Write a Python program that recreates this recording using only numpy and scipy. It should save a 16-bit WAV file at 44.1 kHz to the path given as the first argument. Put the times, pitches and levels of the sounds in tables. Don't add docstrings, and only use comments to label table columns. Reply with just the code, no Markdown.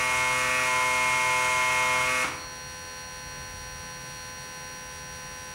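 import sys
import numpy as np
from scipy.fft import rfft, irfft, next_fast_len
from scipy.io import wavfile
from scipy.ndimage import uniform_filter1d, map_coordinates

SR = 44100
rng = np.random.default_rng(int(sys.argv[2]) if len(sys.argv) > 2 else 0)


def materialize(psi):
    bounded = np.clip(np.atleast_2d(psi).T, -1, 1)
    quanta = np.round(bounded * 32767).astype(np.int16)
    wavfile.write(sys.argv[1], SR, quanta)


N = 244314
OFF_S = 2.236
FREE_HZ, LOADED_HZ = 127.6, 126.8
TOP_HZ = 15760


def shaver():
    load = fluid_drag()
    stroke_hz = FREE_HZ + (LOADED_HZ - FREE_HZ) * load
    turns = np.cumsum(stroke_hz) / SR
    body = housing_buzz(turns, load) + head_rasp(turns, load) + fluid_churn(turns, load)
    treble = foil(turns, load, np.mean(stroke_hz))
    return body * switch_off(t60=0.62, echo_db=-6.5) + treble * switch_off(t60=0.29, echo_db=-2.5)


def fluid_drag(first_load=0.6, build_s=0.908):
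    # start in seconds, length in seconds, share of drag lost.
    slacks = [(-0.1, 0.19, 0.62), (0.295, 0.42, 0.82), (2.01, 0.5, 0.871)]
    slack, = swells(slacks, ramp_s=0.0989)
    build_up = np.interp(clock(), [0, build_s], [first_load, 1])
    return np.clip(build_up * (1 - slack), 0, 1)


def housing_buzz(turns, load, free_db=-27, drag_gain_db=2):
    # harmonic number, relative level in dB.
    light_harmonics = [(1, -17), (2, -17), (3, -20), (4, -8), (5, -10), (6, -26), (7, -9), (8, -8), (9, -3),
                       (10, -7), (11, -16), (12, -10), (13, -15), (14, -8), (15, -5), (16, -18), (17, 0),
                       (18, -11), (19, -7), (20, -5), (21, -19), (22, -11), (23, -18), (24, -22), (25, -22),
                       (26, -22), (27, -22), (28, -22), (29, -20)]
    heavy_harmonics = [(1, -20), (2, -23), (3, -21), (4, -14), (5, -11), (6, -25), (7, -5), (8, -2),
                       (9, -10), (10, -14), (11, -12), (12, -16), (13, -21), (14, -15), (15, -10),
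                       (16, -25), (17, 0.7), (18, -14), (19, -9), (20, -12), (21, -17), (22, -16),
                       (23, -21), (24, -17), (25, -17), (26, -23), (27, -24), (28, -28), (29, -20)]
    heavy_share = np.interp(load, [0.23, 0.76], [0, 1])
    unsteady_turns = turns + 0.00084 * wobble(82)
    tone = np.zeros(N)
    for (order, light_db), (_, heavy_db) in zip(light_harmonics, heavy_harmonics):
        level_db = light_db + heavy_share * (heavy_db - light_db) + 0.93 * wobble(5)
        tone += amp(level_db) * np.sin(2 * np.pi * (order * unsteady_turns + rng.random()))
    running_rms = np.sqrt(np.abs(uniform_filter1d(tone ** 2, SR // 10)))
    return amp(free_db + drag_gain_db * load) * tone / running_rms


def head_rasp(turns, load):
    # frequency in Hz, relative spectral density in dB.
    rasp_spectrum = [(1200, -33), (1700, -6), (2000, -12.5), (2330, 1), (2600, -1.5), (2900, -10),
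                     (3700, -17.5), (6000, -40)]
    level_db = -36.5 - 0.9 * load + 1.5 * wobble(7.6)
    return amp(level_db) * noise(rasp_spectrum, 1 + 0.11 * np.cos(4 * np.pi * turns))


def fluid_churn(turns, load):
    # frequency in Hz, relative spectral density in dB.
    churn_spectrum = [(100, -43), (300, -18.5), (700, -13), (1050, -6.5), (1250, -6.5), (1420, 1.5),
                      (1650, -16.5), (2200, -19), (4000, -41)]
    # start in seconds, length in seconds, level change in dB.
    surges = [(0.37, 0.28, 2), (1.26, 0.21, -1), (1.56, 0.27, -1.5)]
    surge_db, = swells(surges, ramp_s=0.041)
    pulses = (1 + 0.22 * np.sin(2 * np.pi * turns)) * amp(2.2 * wobble(30.25))
    return amp(-39 - 0.4 * load + surge_db) * noise(churn_spectrum, pulses)


def foil(turns, load, stroke_hz):
    # frequency in Hz, relative level in dB.
    resonances = [(4694, -54), (4818, -58.5), (5200, -60), (5453, -62), (5959, -81), (6212, -51.5),
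                  (6342, -51), (6465, -49), (6718, -55.5), (6848, -63), (6971, -52), (7607, -50),
                  (7989, -51), (8242, -52), (8877, -52.5), (10271, -54)]
    # frequency in Hz, relative density in dB.
    contact_spectrum = [(3900, 2), (4300, -3.5), (5200, -1.5), (6300, -1), (8000, -11), (9500, -6),
                        (10300, -2.5), (11500, -22), (13000, -20), (15500, -43)]
    hiss_spectrum = [(2500, -25), (3300, -10.5), (4500, -10.5), (5100, -9), (5900, -4.5), (7200, -8),
                     (8200, -6.5), (9600, -10.5), (10400, -8.5), (11500, -12.5), (13000, -24), (15500, -44)]
    hiss_db = -39 - 0.87 * load
    ring_hz, ring_db = np.transpose(resonances)
    ring = cycle(turns + 0.00053 * wobble(51), ring_hz / LOADED_HZ, ring_db, rng.random(len(ring_hz)))
    ringing = amp(hiss_db - 10.5 + 6.4 * load + 2.3 * wobble(10.05)) * ring
    buzz = amp(hiss_db - 2) * comb(turns, stroke_hz, contact_spectrum, jitter_turns=0.001, jitter_rate=40)
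    scrape = 1 + 0.4 * np.cos(4 * np.pi * turns) + 0.3 * np.cos(2 * np.pi * turns)
    hiss = amp(hiss_db) * noise(hiss_spectrum, scrape * amp(0.9 * wobble(150)))
    return ringing + buzz + hiss


def spurt(at_s=0.15, level_db=-39, t60=0.22, attack_s=0.004):
    t = time_since(at_s)
    spray = noise([(5500, -29), (7000, 0), (8300, 0), (10000, -25)])
    return amp(level_db - 60 * t / t60) * (1 - np.exp(-t / attack_s)) * spray


def switch_off(t60, echo_db):
    t = time_since(OFF_S)
    echo = amp(echo_db)
    return (1 - echo) * np.exp(-t / 0.0035) + echo * amp(-60 * t / t60)


def coasting(level_db=-30, slowing_s=0.193, t60=0.62, knock_t60=0.071):
    # frequency in Hz, relative spectral density in dB.
    rattle_spectrum = [(80, -25), (200, -4), (300, 4), (500, -10), (950, 3), (1400, 2.5), (1800, -6),
                       (2300, -0.5), (3300, -11.5), (10000, -20), (14000, -42)]
    # start in seconds, level in dB.
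    last_knocks = [(2.243, -30), (2.281, -38)]
    t = time_since(OFF_S)
    turns = FREE_HZ * slowing_s * (1 - np.exp(-t / slowing_s))
    pulses = 1 + 0.12 * np.cos(2 * np.pi * turns)
    rattle = amp(level_db - 60 * t / t60) * (1 - np.exp(-t / 0.01)) * pulses
    knocks = sum(amp(db - 60 * time_since(at_s) / knock_t60) * (clock() > at_s)
                 for at_s, db in last_knocks)
    return (rattle + knocks) * noise(rattle_spectrum)


def housing_ring(attack_s=0.006, waver_rad=0.58):
    # frequency in Hz, level in dB, time to fall by 60 dB in seconds.
    modes = [(891, -36, 0.29), (1023, -41.5, 0.25), (2190, -36, 0.35), (2275, -38.5, 0.42)]
    t = time_since(OFF_S)
    ring = np.zeros(N)
    for hz, db, t60 in modes:
        phase = 2 * np.pi * (hz * t + rng.random()) + waver_rad * wobble(40)
        ring += amp(db - 60 * t / t60) * unit(np.sin(phase))
    return ring * (1 - np.exp(-t / attack_s))


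def pump(rotation_hz=84.85, hum_db=-43, wash_db=-50.3):
    # harmonic number, relative level in dB.
    hum_harmonics = [(1, -8.5), (2, -7), (3, -10), (4, -20), (5, -12), (6, 0), (7, -12.5), (8, -22),
                     (9, -10.5), (10, -0.5), (11, -14), (12, 4), (13, -42), (14, -15.5), (15, -14),
                     (16, -8), (17, -13.5), (18, 3), (19, -9.5), (20, -5.5), (21, 0), (22, -5.5), (23, -13),
                     (24, -3.5), (25, -15.5), (26, -6), (27, -12), (28, -9), (29, -17), (30, -3.5),
                     (31, -7), (32, -12.5), (33, -5), (34, -13), (35, -18), (36, -9.5)]
    # frequency in Hz, relative spectral density in dB.
    wash_spectrum = [(120, -25), (220, 0), (1100, 0), (1400, -3), (1900, 0), (2400, -6), (4400, -8),
                     (5200, -13), (7000, -15), (11000, -13), (13000, -19), (15500, -20)]
    turns = np.cumsum(rotation_hz * (1 + 0.00034 * wobble(10))) / SR
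    orders, levels_db = np.transpose(hum_harmonics)
    hum_gain = amp(hum_db + 0.46 * wobble(12))
    hum = hum_gain * cycle(turns + 0.0011 * wobble(60), orders, levels_db, rng.random(len(orders)))
    brushes = brush_buzz(turns, rotation_hz)
    wash = amp(wash_db) * noise(wash_spectrum, 1 + 0.3 * np.cos(4 * np.pi * turns))
    return hum + brushes + wash + bearing_squeak(turns)


def brush_buzz(turns, rotation_hz, level_db=-49.5):
    # frequency in Hz, relative spectral density in dB.
    brush_spectrum = [(3100, -3.5), (3400, -3), (4700, 2.5), (5100, -7.5), (5500, -5.5), (6400, -6),
                      (7400, -11), (7950, -1.5), (8300, -15), (9100, 3), (9500, -11), (10400, -4),
                      (11800, -9.5), (12900, -23), (13600, -15), (14100, -27), (15500, -32)]
    pressure = 1 + 0.25 * np.cos(2 * np.pi * turns) + 0.027 * np.sin(4 * np.pi * turns)
    contacts = comb(turns, rotation_hz, brush_spectrum, jitter_turns=0.0006, jitter_rate=30)
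    return amp(level_db + 0.72 * wobble(20)) * unit(pressure * contacts)


def bearing_squeak(turns, level_db=-49.5, harmonic=51, steady_drag=0.76, ease_from_s=4.2, ease_db_per_s=3):
    # start in seconds, length in seconds, level change in dB.
    rubs = [(3.88, 0.11, 1.5), (4.74, 0.25, -3), (4.93, 0.1, 3)]
    rub_db, = swells(rubs, ramp_s=0.04)
    rise_db = np.interp(clock(), [OFF_S, OFF_S + 0.17], [-3.5, 0])
    swell_db = rise_db - ease_db_per_s * time_since(ease_from_s) + rub_db + 0.9 * wobble(9)
    turns_from_rub = (turns + 0.03 * wobble(25)) % 1 - 0.5
    pulse = np.exp(-0.5 * (turns_from_rub / 0.08) ** 2)
    friction = steady_drag + pulse * amp(swell_db + 2.5 * wobble(14))
    bend_rad = 0.12 * np.cos(2 * np.pi * turns_from_rub) + 0.5 * wobble(30)
    tone = np.sin(2 * np.pi * harmonic * turns + bend_rad)
    return amp(level_db + swell_db) * unit(friction * tone)


def whine():
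    # frequency in Hz, level in dB.
    tones = [(5743, -46.5), (5488, -64), (5997, -65), (15677, -65.5)]
    t = clock()
    return sum(amp(db + 0.34 * wobble(8)) * unit(np.sin(2 * np.pi * hz * t + 0.1 * wobble(6.1)))
               for hz, db in tones)


def room(rumble_db=-52.5, drone_db=-53):
    # frequency in Hz, relative spectral density in dB.
    rumble_spectrum = [(20, -45), (28, -24), (38, 0.5), (60, 2), (85, 3.3), (105, -5), (140, -14),
                       (300, -62)]
    drone_spectrum = [(70, -40), (110, -15), (132, 4.5), (148, 0.5), (165, -2.5), (195, -8.5), (330, -20),
                      (600, -34)]
    # start in seconds, length in seconds, rumble change in dB, drone change in dB.
    room_swells = [(3.15, 0.75, 4.5, 2.5), (3.9, 1.0, -1.5, 3.5)]
    rumble_swell_db, drone_swell_db = swells(room_swells, ramp_s=0.12)
    rumble_gain = amp(rumble_db + rumble_swell_db + 1.2 * wobble(4))
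    drone_gain = amp(drone_db + drone_swell_db + 0.8 * wobble(4))
    return rumble_gain * noise(rumble_spectrum) + drone_gain * noise(drone_spectrum)


def comb(turns, rate_hz, spectrum, jitter_turns, jitter_rate, contacts=4):
    orders = np.arange(np.ceil(spectrum[0][0] / rate_hz), TOP_HZ // rate_hz)
    total = np.zeros(N)
    for contact in range(contacts):
        own_orders = orders[contact::contacts]
        uneven_db, phases = rng.uniform((-4, 0), (4, 1), (64, 2))[:len(own_orders)].T
        levels_db = along(spectrum, own_orders * rate_hz) + uneven_db
        total += cycle(turns + jitter_turns * wobble(jitter_rate), own_orders, levels_db, phases)
    return unit(total)


def cycle(turns, orders, levels_db, phases, size=8192):
    bins = np.zeros(size // 2 + 1, complex)
    bins[np.round(orders).astype(int)] = amp(levels_db) * np.exp(2j * np.pi * phases)
    period = np.resize(unit(irfft(bins)), size + 1)
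    return np.interp(turns % 1 * size, np.arange(size + 1), period)


def noise(spectrum, envelope=1):
    return unit(filtered(envelope * rng.standard_normal(N), lambda hz: amp(along(spectrum, hz))))


def filtered(x, response):
    size = next_fast_len(N + SR // 4)
    return irfft(rfft(x, size) * response(np.fft.rfftfreq(size, 1 / SR)), size)[:N]


def swells(rows, ramp_s):
    t = clock()
    return sum(np.outer(sizes, np.clip(np.minimum(t - start, start + length - t) / ramp_s, 0, 1))
               for start, length, *sizes in rows)


def wobble(rate):
    coarse = np.arange(0, N + 32, 32)
    knots = rng.standard_normal(4096)
    return np.interp(np.arange(N), coarse, map_coordinates(knots, [coarse * rate / SR], mode="wrap"))


def along(points, hz):
    point_hz, point_db = np.transpose(points)
    return np.interp(np.log(hz + 1), np.log(point_hz + 1), point_db)


def amp(db):
    return 10 ** (np.asarray(db) / 20)


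def unit(x):
    return x / np.sqrt(np.mean(x ** 2) + 1e-20)


def clock():
    return np.arange(N) / SR


def time_since(start_s):
    return np.maximum(clock() - start_s, 0)


def scene():
    return (shaver() + spurt() + coasting() + housing_ring() + pump() + whine() + room())[None]


def record(dry):
    return filtered(dry[0], lambda hz: hz < TOP_HZ)[None]


dry = scene()
out = record(dry)
materialize(out)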